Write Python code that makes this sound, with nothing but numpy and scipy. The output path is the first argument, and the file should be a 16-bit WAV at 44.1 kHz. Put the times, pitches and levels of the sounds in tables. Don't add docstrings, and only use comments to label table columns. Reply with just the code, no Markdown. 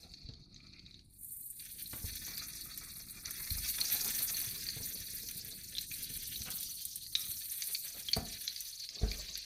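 import sys
import numpy as np
from scipy import signal
from scipy.io import wavfile
from scipy.ndimage import uniform_filter1d, map_coordinates

SR = 44100
rng = np.random.default_rng(int(sys.argv[2]) if len(sys.argv) > 2 else 0)


def bounce(signal):
    frames = np.transpose(np.atleast_2d(signal))
    limited = np.clip(frames, -1, 1)
    pcm = np.round(limited * 32767).astype(np.int16)
    wavfile.write(sys.argv[1], SR, pcm)


N = 416744
TIME = np.arange(N) / SR


# (frequency [Hz], relative density [dB per Hz])
BUBBLING = [(1300, -60), (1750, -43), (2050, -15.5), (2400, -7), (3050, -22.5), (3500, -7), (4050, 4),
            (4450, 8), (5200, -19.5), (6150, -24), (7000, -54), (8500, -18)]
# (frequency [Hz], bandwidth [Hz], relative level [dB])
DISH = [(2670, 670, -10.5), (4460, 380, 7)]
# (frequency [Hz], relative density [dB per Hz])
FROTH = [(3000, -43.5), (4400, -3.5), (5200, -6.5), (6100, -2), (6600, -7.5), (7200, -12.5), (9000, -26)]


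def bubbling():
    breaks = bursts(per_s=3800, spread_db=3.6, clump_db=4.8)
    pool = unit(colour(grains(breaks, low_hz=1826, high_hz=5834, ring_s=0.011), BUBBLING))

    rings = np.zeros(N)
    for hz, width_hz, db in DISH:
        resonator = signal.iirpeak(hz, hz / width_hz, SR)
        rings += amp(db) * unit(signal.lfilter(*resonator, breaks))
    dish_band = signal.butter(4, [1800, 5400], "bandpass", fs=SR, output="sos")
    dish = unit(signal.sosfilt(dish_band, rings))

    froth_breaks = bursts(per_s=2600, spread_db=4.0, clump_db=6.0)
    froth = colour(grains(froth_breaks, low_hz=4560, high_hz=7970, ring_s=0.0063), FROTH)

    large = frying_gain(db=-57.0, boil=0.8, fizz=0.066, flare=1) * steadied(pool)
    ringing = frying_gain(db=-62.5, boil=1.0, fizz=-0.087, flare=1) * steadied(dish)
    small = frying_gain(db=-56.0, boil=1.0, fizz=0.41, flare=0.95) * steadied(froth)
    return large + ringing + small


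# (frequency [Hz], relative density [dB per Hz])
CRACKLE = [(300, -7), (750, -19), (1000, -25), (1400, -5.5), (1750, 4.5), (2100, 2.5), (2400, 5),
           (3080, -4), (3400, 6), (4400, 3.5), (5150, -9), (6100, 9), (7100, -15), (10000, -11)]
# (frequency [Hz], relative density [dB per Hz])
FIZZ = [(3000, -67), (4500, -29), (6100, -22), (7100, -7), (7900, -2.5), (9300, 8), (10600, 0.5),
        (11700, 6), (14100, 5), (15200, 3), (15900, -43)]
BUSY_SHARE = 0.93
TICK_SHARE = 1.15
FIZZ_SWAY_DB, FINEST_FLICKER_DB = 1.1, 2.2
CRACKLE_TOP_HZ = 7400
FINEST_HZ, FINEST_SHARE = 10500, 0.36


def sizzle():
    boil_db, fizz_db = curve(BOILING) - STEADY_BOIL_DB, curve(FIZZING) - STEADY_FIZZ_DB
    boil_rate = amp(BUSY_SHARE * np.clip(boil_db, -8, 8))
    fizz_rate = amp(BUSY_SHARE * np.clip(fizz_db, -3, 8))

    coarse = unit(bursts(per_s=4200 * boil_rate, spread_db=2.9, clump_db=5.2))
    fine_breaks = bursts(per_s=12000, spread_db=2.4, clump_db=1.5)
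    fine = grains(fine_breaks, low_hz=5180, high_hz=16040, ring_s=0.003)
    spray = bursts(per_s=900 * fizz_rate, spread_db=4.0, clump_db=2.0)
    ticks = steadied(droplets(spray))

    crackle = steadied(colour(steadied(coarse) + 0.29 * ticks, CRACKLE))
    crackle *= frying_gain(db=-57.5, boil=0.87, fizz=0.65, flare=3.9)
    fizz = steadied(colour(fine + TICK_SHARE * ticks, FIZZ))
    fizz *= frying_gain(db=-47.5, boil=0, fizz=1.0, flare=0.13)
    fizz *= spurting() * amp(FIZZ_SWAY_DB * drift(per_s=5.4))

    weak_db = np.minimum(fizz_db, 0)
    hiss = fizz + shelf(crackle, CRACKLE_TOP_HZ, 0, weak_db)
    flicker_db = FINEST_FLICKER_DB * drift(per_s=80)
    return shelf(hiss, FINEST_HZ, 0, FINEST_SHARE * weak_db + flicker_db)


def droplets(clicks):
    power = signal.lfilter([1], [1, -np.exp(-1 / (0.00052 * SR))], clicks ** 2)
    return clicks + 0.27 * np.sqrt(power) * rng.standard_normal(N)


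SPURTS_PER_S, SPURT_S = 45, 0.006
SPURT_SPREAD_DB, SPURT_DB = 3.2, -2


def spurting():
    size = amp(SPURT_DB + SPURT_SPREAD_DB * np.minimum(rng.exponential(1, N), 3.5))
    spurts = size * (rng.random(N) < SPURTS_PER_S / SR)
    power = signal.lfilter([1], [1, -np.exp(-1 / (SPURT_S * SR))], spurts ** 2)
    return unit(np.sqrt(1 + power))


# (time [s], direct peak level [dB], starting pitch [Hz])
POPS = [(0.1377, -35, 4370), (0.2886, -39, 4470), (0.3372, -42, 4510), (0.544, -45, 6300),
        (0.562, -42, 4350), (0.603, -50, 2350), (0.668, -46, 4360), (0.736, -44, 4250), (0.7936, -41, 4370),
        (0.8631, -43, 3890), (0.91, -44, 3950), (0.943, -42, 3870), (0.9923, -45, 4280),
        (1.5961, -40, 4400), (1.7937, -43, 4090), (1.8585, -37, 4130), (2.373, -32, 4750),
        (3.2576, -28, 5940), (3.5054, -29, 4200), (3.8128, -19, 4310), (3.9005, -26.5, 6000),
        (4.0088, -26, 4700), (4.3688, -25, 6140), (4.6668, -30, 4500), (4.6878, -25, 4490),
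        (5.287, -30, 5880), (5.7513, -32, 3560), (5.7675, -33, 3900), (5.7705, -32, 3500),
        (5.783, -22, 4000), (5.915, -34, 2440), (6.3586, -31, 3890), (6.4188, -27, 5860),
        (7.0642, -35, 4580), (7.1523, -15.5, 3814), (7.621, -24, 6110), (7.7484, -23, 4400),
        (8.0862, -26, 3280), (8.1325, -14.5, 4450), (8.478, -20, 4020), (8.5623, -28, 4640),
        (8.8897, -30, 5090), (9.1146, -27, 4720), (9.116, -34, 2300), (9.3545, -27, 4650)]
# (frequency [Hz], relative density [dB per Hz])
SNAP = [(1000, -25), (2000, 2), (3000, -1), (4300, 13), (5200, 4), (6200, 5), (7200, -7), (10000, -28),
        (16000, -100)]
POP_CYCLES = 28
SNAP_DB, SNAP_S = -4, 0.0026


def pops():
    out, t = np.zeros(N), TIME[:SR // 25]
    for s, db, hz in POPS:
        noise = rng.standard_normal(len(t))
        snap = topped(colour(noise * np.exp(-t / SNAP_S), SNAP))
        pip = topped(bubble(hz, POP_CYCLES / hz, glide=0.058))
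        add(out, s, amp(db) * topped(pip + amp(SNAP_DB) * snap))
    return out


# (time [s], level [dB] of the blast's peak before body and lulls)
SPITS = [(1.2331, -38), (1.3079, -37), (1.3688, -36), (2.066, -31), (2.155, -30), (2.266, -30),
         (2.3785, -26), (2.7754, -29), (3.3084, -25), (3.699, -22), (3.8045, -24), (3.9215, -19),
         (3.945, -21), (4.0455, -21.5), (4.0775, -24), (4.1055, -22.5), (4.2223, -25), (4.4009, -23),
         (4.416, -23), (5.3117, -28), (5.448, -28), (5.8112, -27), (6.504, -28), (6.6079, -24),
         (6.6297, -27), (6.8523, -20.5), (6.9581, -25.5), (7.1949, -25), (7.3148, -25), (7.52, -27),
         (7.672, -26), (8.1657, -27), (8.6058, -26), (9.3754, -31)]
SPRAY_S = 0.006


def spits():
    out, t = np.zeros(N), TIME[:SR // 40]
    for s, db in SPITS:
        envelope = np.exp(-t / 0.0005) + 0.33 * np.exp(-t / SPRAY_S)
        blast = rng.standard_normal(len(t)) * envelope
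        boil_db = np.interp(s, *np.transpose(BOILING)) - STEADY_BOIL_DB
        body = 0.27 * amp(min(boil_db, 0)) * topped(colour(blast, CRACKLE))
        add(out, s, amp(db) * topped(topped(colour(blast, FIZZ)) + body))
    return out


# (time [s], rise [dB] before each layer's share)
FLARES = [(1.593, 6), (2.057, 2.5), (3.255, 2.5), (4.68, 1.1), (5.912, 1.5), (7.15, 3)]
FLARE_S = 0.1


def flaring():
    return sum(db * (TIME >= s) * np.exp(-abs(TIME - s) / FLARE_S) for s, db in FLARES)


# (time [s], level [dB])
BOILING = [(0, -54.5), (0.35, -58), (0.48, -63.5), (0.65, -58), (0.95, -62), (1.12, -79.5), (1.5, -76.5),
           (1.8, -60.5), (2.35, -47.5), (3.1, -56.5), (3.65, -47.5), (4.05, -43.5), (4.65, -49.5),
           (4.9, -50), (5.55, -53.5), (5.9, -51.5), (6.6, -49.5), (7.0, -51.5), (7.25, -52.5), (7.85, -52),
           (8.45, -48.5), (9.45, -45)]
# (time [s], level [dB])
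FIZZING = [(0, -66.5), (0.3, -86), (1.02, -77), (1.24, -49.5), (2.1, -48.5), (2.45, -50), (3.2, -52),
           (3.7, -42), (4.4, -42.5), (4.8, -47.5), (5.3, -46.5), (5.65, -51.5), (6.0, -48.5), (6.65, -46),
           (7.05, -52.5), (7.22, -47.5), (7.7, -44), (8.2, -50.5), (8.65, -51), (8.97, -62.5), (9.15, -52),
           (9.45, -60.5)]
STEADY_BOIL_DB, STEADY_FIZZ_DB = -52, -47


def frying_gain(db, boil, fizz, flare):
    boil_db = boil * (curve(BOILING) - STEADY_BOIL_DB)
    fizz_db = fizz * (curve(FIZZING) - STEADY_FIZZ_DB)
    return amp(db + boil_db + fizz_db + flare * flaring())


# (middle time [s], half length [s], level [dB])
LULLS = [(0.457, 0.033, -11), (3.214, 0.015, -2), (6.92, 0.5, -14.5), (8.746, 0.22, -7.5)]
# (middle time [s], level [dB])
DROPOUTS = [(5.886, -32), (7.094, -33), (7.791, -57)]
LULL_BELOW_HZ, DROPOUT_BELOW_HZ = 3150, 4200
DROPOUT_S = 0.017


def lulled(x):
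    lull_db = sum(db * swell(s, half_s) for s, half_s, db in LULLS)
    dropout_db = sum(db * swell(s, DROPOUT_S) for s, db in DROPOUTS)
    return shelf(shelf(x, LULL_BELOW_HZ, lull_db, 0), DROPOUT_BELOW_HZ, dropout_db, 0)


# (time [s], level [dB])
HOLLOW_GAIN = [(1.2, -29), (1.8, 10.5), (2.4, -22), (3.1, -34), (3.7, -1), (4.5, -1), (5.5, -2), (6.05, 7),
               (6.3, 13), (7.6, 5.5), (9.0, 6)]
HOLLOW_HZ, HOLLOW_WIDTH_HZ = 3047, 360


def hollowed(x):
    notch = signal.iirnotch(HOLLOW_HZ, HOLLOW_HZ / HOLLOW_WIDTH_HZ, SR)
    notched = signal.filtfilt(*notch, x)
    return notched + amp(curve(HOLLOW_GAIN)) * (x - notched)


# (middle time [s], half length [s], level [dB], pitch of the contact [Hz])
SCRAPES = [(0.023, 0.067, -68, 560), (0.357, 0.24, -81, 715), (0.64, 0.059, -73.5, 1230),
           (0.79, 0.13, -67.5, 2280), (1.757, 0.027, -76, 406), (2.005, 0.12, -74, 700),
           (2.385, 0.15, -59, 1470), (2.657, 0.014, -54, 1300), (2.827, 0.17, -64, 1220),
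           (3.356, 0.25, -59, 1380), (4.593, 0.086, -69.5, 427), (4.96, 0.044, -62, 440),
           (5.175, 0.11, -69.5, 432), (5.48, 0.081, -65, 423), (5.734, 0.035, -69.5, 376),
           (6.044, 0.088, -68.5, 394), (6.31, 0.075, -68.5, 380), (6.474, 0.015, -44.5, 1080),
           (6.51, 0.054, -64, 1110), (7.25, 0.072, -61.5, 1300), (7.676, 0.06, -71, 586),
           (7.945, 0.091, -66, 620), (8.982, 0.03, -65, 505), (9.136, 0.18, -63, 520)]
# (frequency [Hz], relative density [dB per Hz])
METAL = [(250, 1.5), (440, -7.5), (690, -12.5), (950, -19.5), (1270, 0), (1550, -11), (2350, 3.5),
         (3000, -14), (4500, -48)]
RUB_DAMPING = 0.73


def rubbing():
    slips = unit(bursts(per_s=2500, spread_db=1.6, clump_db=7.5))
    t = TIME[:SR // 4]
    ring = sum(amp(db - 60 * t / (RUB_DAMPING * t60)) * np.sin(2 * np.pi * hz * t) for hz, db, t60 in PAN)
    ringing = unit(signal.oaconvolve(slips, ring)[:N])
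    body = wandering(ringing + 1.4 * unit(colour(slips, METAL)))

    scraped = np.zeros(N)
    for s, half_s, db, hz in SCRAPES:
        scraped += amp(db) * swell(s, half_s) * steadied(contact(body, hz))
    rattle_gain = frying_gain(db=-84.5, boil=2.5, fizz=1.64, flare=0)
    return scraped + rattle_gain * steadied(contact(body, hz=860))


RUB_WANDER = 0.05


def wandering(x):
    place = np.cumsum(1 + RUB_WANDER * drift(per_s=7))
    return map_coordinates(x, [place], order=1, mode="mirror")


# (time [s], thud level [dB], thud pitch [Hz], metal ring level [dB],
# clack level [dB], pitch of the contact [Hz])
KNOCKS = [(0.246, -39.5, 61.5, -78, -70, 367), (0.289, -39, 124, -51, -56, 300),
          (1.931, -42, 117, -42, -33, 1060), (2.041, -31, 82, -49, -49, 420),
          (2.28, -67, 119, -48, -40.5, 1700), (3.513, -29, 74.5, -68, -66, 373),
          (3.553, -36, 64.5, -59, -62, 400), (4.474, -42.5, 112, -62, -63, 400),
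          (4.764, -42, 135, -47, -46, 395), (4.801, -40, 90, -47, -51, 334),
          (5.355, -50, 150, -58, -68, 330), (6.099, -45, 135, -53.5, -70, 340),
          (6.159, -45, 64, -77, -75, 400), (6.404, -41.5, 108, -56, -68, 248),
          (6.473, -52, 148, -54, -60, 504), (7.289, -45.5, 95, -81, -78, 400),
          (8.163, -37.5, 163, -30, -34, 624), (8.176, -30.5, 81, -54, -54, 400),
          (9.012, -38, 52, -41, -58, 352), (9.031, -20.5, 58.7, -33, -43, 370)]
# (frequency [Hz], relative level [dB], t60 [s])
PAN = [(209, 2.5, 0.19), (260.5, 0, 0.12), (338, -10, 0.11), (440, 5, 0.093), (536, -6, 0.1),
       (674, 3, 0.075), (749, -4, 0.13), (943, -1.5, 0.068), (1155, -2, 0.11), (1289, -4.5, 0.09),
       (1430, -2.5, 0.066), (1760, -11, 0.16), (2040, 9.5, 0.054), (2323, 10, 0.11)]
# (frequency [Hz], relative density [dB per Hz])
SHUDDER_COLOUR = [(60, -11), (170, 2.5), (300, 0.5), (370, -10), (450, -6.5), (550, -12), (660, -7.5),
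                  (850, -14), (1050, -19), (1200, -16), (1700, -12), (3500, -41)]
CLACK_S = 0.005
SHUDDER_DB, SHUDDER_S = -5, 0.032


def knocks():
    out, t = np.zeros(N), TIME[:SR // 2]
    for s, _, _, ring_db, clack_db, contact_hz in KNOCKS:
        ring = np.zeros(len(t))
        for hz, db, t60 in PAN:
            ring += amp(db - 60 * t / t60) * np.sin(2 * np.pi * (hz * t + rng.random()))
        clack_colour = [(contact_hz / 3, -3), (contact_hz, 0), (contact_hz * 3.6, -8), (contact_hz * 6, -40)]
        clack = colour(rng.standard_normal(len(t)) * np.exp(-t / CLACK_S), clack_colour)
        shudder = colour(rng.standard_normal(len(t)) * np.exp(-t / SHUDDER_S), SHUDDER_COLOUR)
        body = topped(contact(ring, contact_hz)) + amp(SHUDDER_DB) * topped(shudder)
        onset = 1 - np.exp(-t * contact_hz)
        add(out, s, onset * (amp(ring_db) * body + amp(clack_db) * topped(clack)))
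    return out


def contact(x, hz):
    return colour(x, [(hz / 4, -14), (hz / 1.17, -6), (hz, 0), (hz * 1.92, -9), (hz * 7, -44)])


# (frequency [Hz], level to thud [dB], t60 [s])
HOB = [(49.65, -11, 0.55), (73, -19, 0.6), (142, -17, 0.41)]
HOB_REACH_OCTAVES = 1
THUD_OVERTONE, THUD_OVERTONE_DB = 1.84, -13.5


def thuds():
    out, t = np.zeros(N), TIME[:SR * 3 // 4]
    for s, thud_db, thud_hz, _, _, _ in KNOCKS:
        angle = 2 * np.pi * thud_hz * t
        flex = np.sin(angle) + amp(THUD_OVERTONE_DB) * np.sin(THUD_OVERTONE * angle)
        thud = topped((1 - np.exp(-t / 0.0035)) * np.exp(-t / 0.0074) * flex)
        boom = np.zeros(len(t))
        for hz, db, t60 in HOB:
            nearness = 1 / (1 + (np.log2(hz / thud_hz) / HOB_REACH_OCTAVES) ** 2)
            boom += nearness * amp(db - 60 * t / t60) * np.sin(2 * np.pi * hz * t)
        add(out, s, amp(thud_db) * (thud + (1 - np.exp(-t / 0.051)) * boom))
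    return out


# (time [s], level [dB] before a 2.1 dB cut)
HANDLING = [(0, -58.5), (0.85, -57.5), (1.5, -67), (1.95, -56), (3.1, -57), (4.9, -55), (5.7, -58),
            (6.4, -54), (6.8, -64.5), (7.3, -60.5), (7.65, -76), (8.1, -61), (8.7, -85), (9.45, -73)]
# (frequency [Hz], relative density [dB per Hz])
RUMBLE = [(12, -5), (20, 9), (128, 2.5), (163, 2.5), (198, 0.5), (358, -8.5), (441, -22), (640, -31.5),
          (700, -60), (910, -75), (1540, -120)]
# (frequency [Hz], relative density [dB per Hz])
QUIET = [(20, 17), (120, 13), (350, -36.5), (700, -11), (2000, -30.5), (6000, -57), (16000, -66)]


def rumble():
    lumps = unit(bursts(per_s=82, spread_db=0.5, clump_db=0.5))
    moving = steadied(colour(0.99 * rng.standard_normal(N) + lumps, RUMBLE))
    quiet = unit(colour(rng.standard_normal(N), QUIET))
    return amp(curve(HANDLING) - 2.1) * moving + amp(-70.5) * quiet


def kitchen(x, tail_db, echo_db, count=6):
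    shares = np.array([drift(per_s=9) ** 3 for _ in range(count)])
    shares /= np.linalg.norm(shares, axis=0) + 1e-9
    return x + sum(signal.oaconvolve(x * share, reflections(tail_db, echo_db))[:N] for share in shares)


# (frequency [Hz], t60 [s])
KITCHEN = [(100, 0.6), (500, 0.48), (2000, 0.28), (5000, 0.41), (14000, 0.02)]
# (delay [s] before a random 15 % shift, gain relative to the echo level)
ECHOES = [(.0037, 0.7), (0.011, 0.091), (0.013, 0.13), (0.0097, 0.05), (0.0182, 0.075)]


def reflections(tail_db, echo_db):
    hz, t, z = signal.stft(rng.standard_normal(SR // 2), SR, nperseg=256)
    decay = amp(-60 * t / read(KITCHEN, hz)[:, None])
    tail = signal.istft(z * decay, SR, nperseg=256)[1]
    tail *= 1 - np.exp(-TIME[:len(tail)] / 0.000066)
    response = amp(tail_db) * tail / np.linalg.norm(tail)
    for delay_s, gain in ECHOES:
        scatter = rng.standard_normal(SR // 3000)
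        echo = amp(echo_db) * gain * scatter / np.linalg.norm(scatter)
        add(response, delay_s * rng.uniform(.85, 1.15), echo)
    return response


def bubble(hz, ring_s, glide):
    t = TIME[:SR // 25]
    turns = hz * (t + glide * (t - ring_s * (1 - np.exp(-t / ring_s))))
    envelope = (1 - np.exp(-t / .0003)) * amp(-60 * (t / ring_s) ** 1.6)
    return envelope * np.sin(2 * np.pi * turns)


def grains(clicks, low_hz, high_hz, ring_s, count=32):
    kind = rng.integers(0, count, N)
    out = np.zeros(N)
    for k, hz in enumerate(np.linspace(low_hz, min(high_hz, SR / 2.4), count)):
        cavity = unit(bubble(hz, ring_s, glide=.05))
        out += signal.oaconvolve(clicks * (kind == k), cavity)[:N]
    return unit(out)


def bursts(per_s, spread_db, clump_db):
    size = amp(spread_db * np.minimum(rng.exponential(1, N), 4.2))
    flurries = amp(clump_db * np.minimum(drift(per_s=70), 1.4))
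    return size * flurries * rng.choice([-1, 1], N) * (rng.random(N) < per_s / SR)


def drift(per_s):
    return unit(np.interp(TIME * per_s, np.arange(4096), rng.standard_normal(4096)))


def colour(x, spectrum, size=4096):
    level_db = np.maximum(read(spectrum, abs(np.fft.fftfreq(size, 1 / SR))), -100)
    log_gain = np.log(amp(level_db))
    response = np.fft.ifft(np.exp(np.conj(signal.hilbert(log_gain)))).real[:size // 2]
    return signal.oaconvolve(x, response)[:len(x)]


def steadied(x, size=8001):
    return x / np.sqrt(abs(uniform_filter1d(x ** 2, size)) + 1e-3 * np.mean(x ** 2))


def shelf(x, hz, low_db, high_db):
    low = signal.sosfiltfilt(signal.butter(4, hz, fs=SR, output="sos"), x)
    return amp(low_db) * low + amp(high_db) * (x - low)


def swell(middle_s, half_s):
    return np.exp(-((TIME - middle_s) / half_s) ** 2)


def curve(rows):
    return np.interp(TIME, *np.transpose(rows))


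def read(points, hz):
    f, value = np.transpose(points)
    return np.interp(np.log(hz + 1), np.log(f + 1), value)


def amp(db):
    return 10 ** (np.asarray(db) / 20)


def unit(x):
    return x / np.sqrt(np.mean(x ** 2) + 1e-20)


def topped(x):
    return x / (abs(x).max() + 1e-20)


def add(mix, s, sound):
    part = mix[max(round(s * SR), 0):][:len(sound)]
    part += sound[:len(part)]


def scene():
    frying = lulled(hollowed(kitchen(bubbling() + sizzle(), tail_db=-19, echo_db=-1.5)))
    bangs = kitchen(pops() + lulled(spits()), tail_db=-11, echo_db=-2)
    metal = kitchen(knocks() + hollowed(rubbing()), tail_db=-9, echo_db=-9, count=1)
    bumps = kitchen(thuds(), tail_db=-12, echo_db=-14, count=1)
    return (frying + bangs + metal + bumps + rumble())[None]


LOW_CUT_HZ, EDGE_HZ = 25, 15850


def record(dry):
    lean = signal.sosfilt(signal.butter(2, LOW_CUT_HZ, "highpass", fs=SR, output="sos"), dry)
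    low_pass = signal.firwin(511, EDGE_HZ, window=("kaiser", 9), fs=SR)
    return signal.oaconvolve(lean, low_pass[None], "same")


dry = scene()
out = record(dry)
bounce(out)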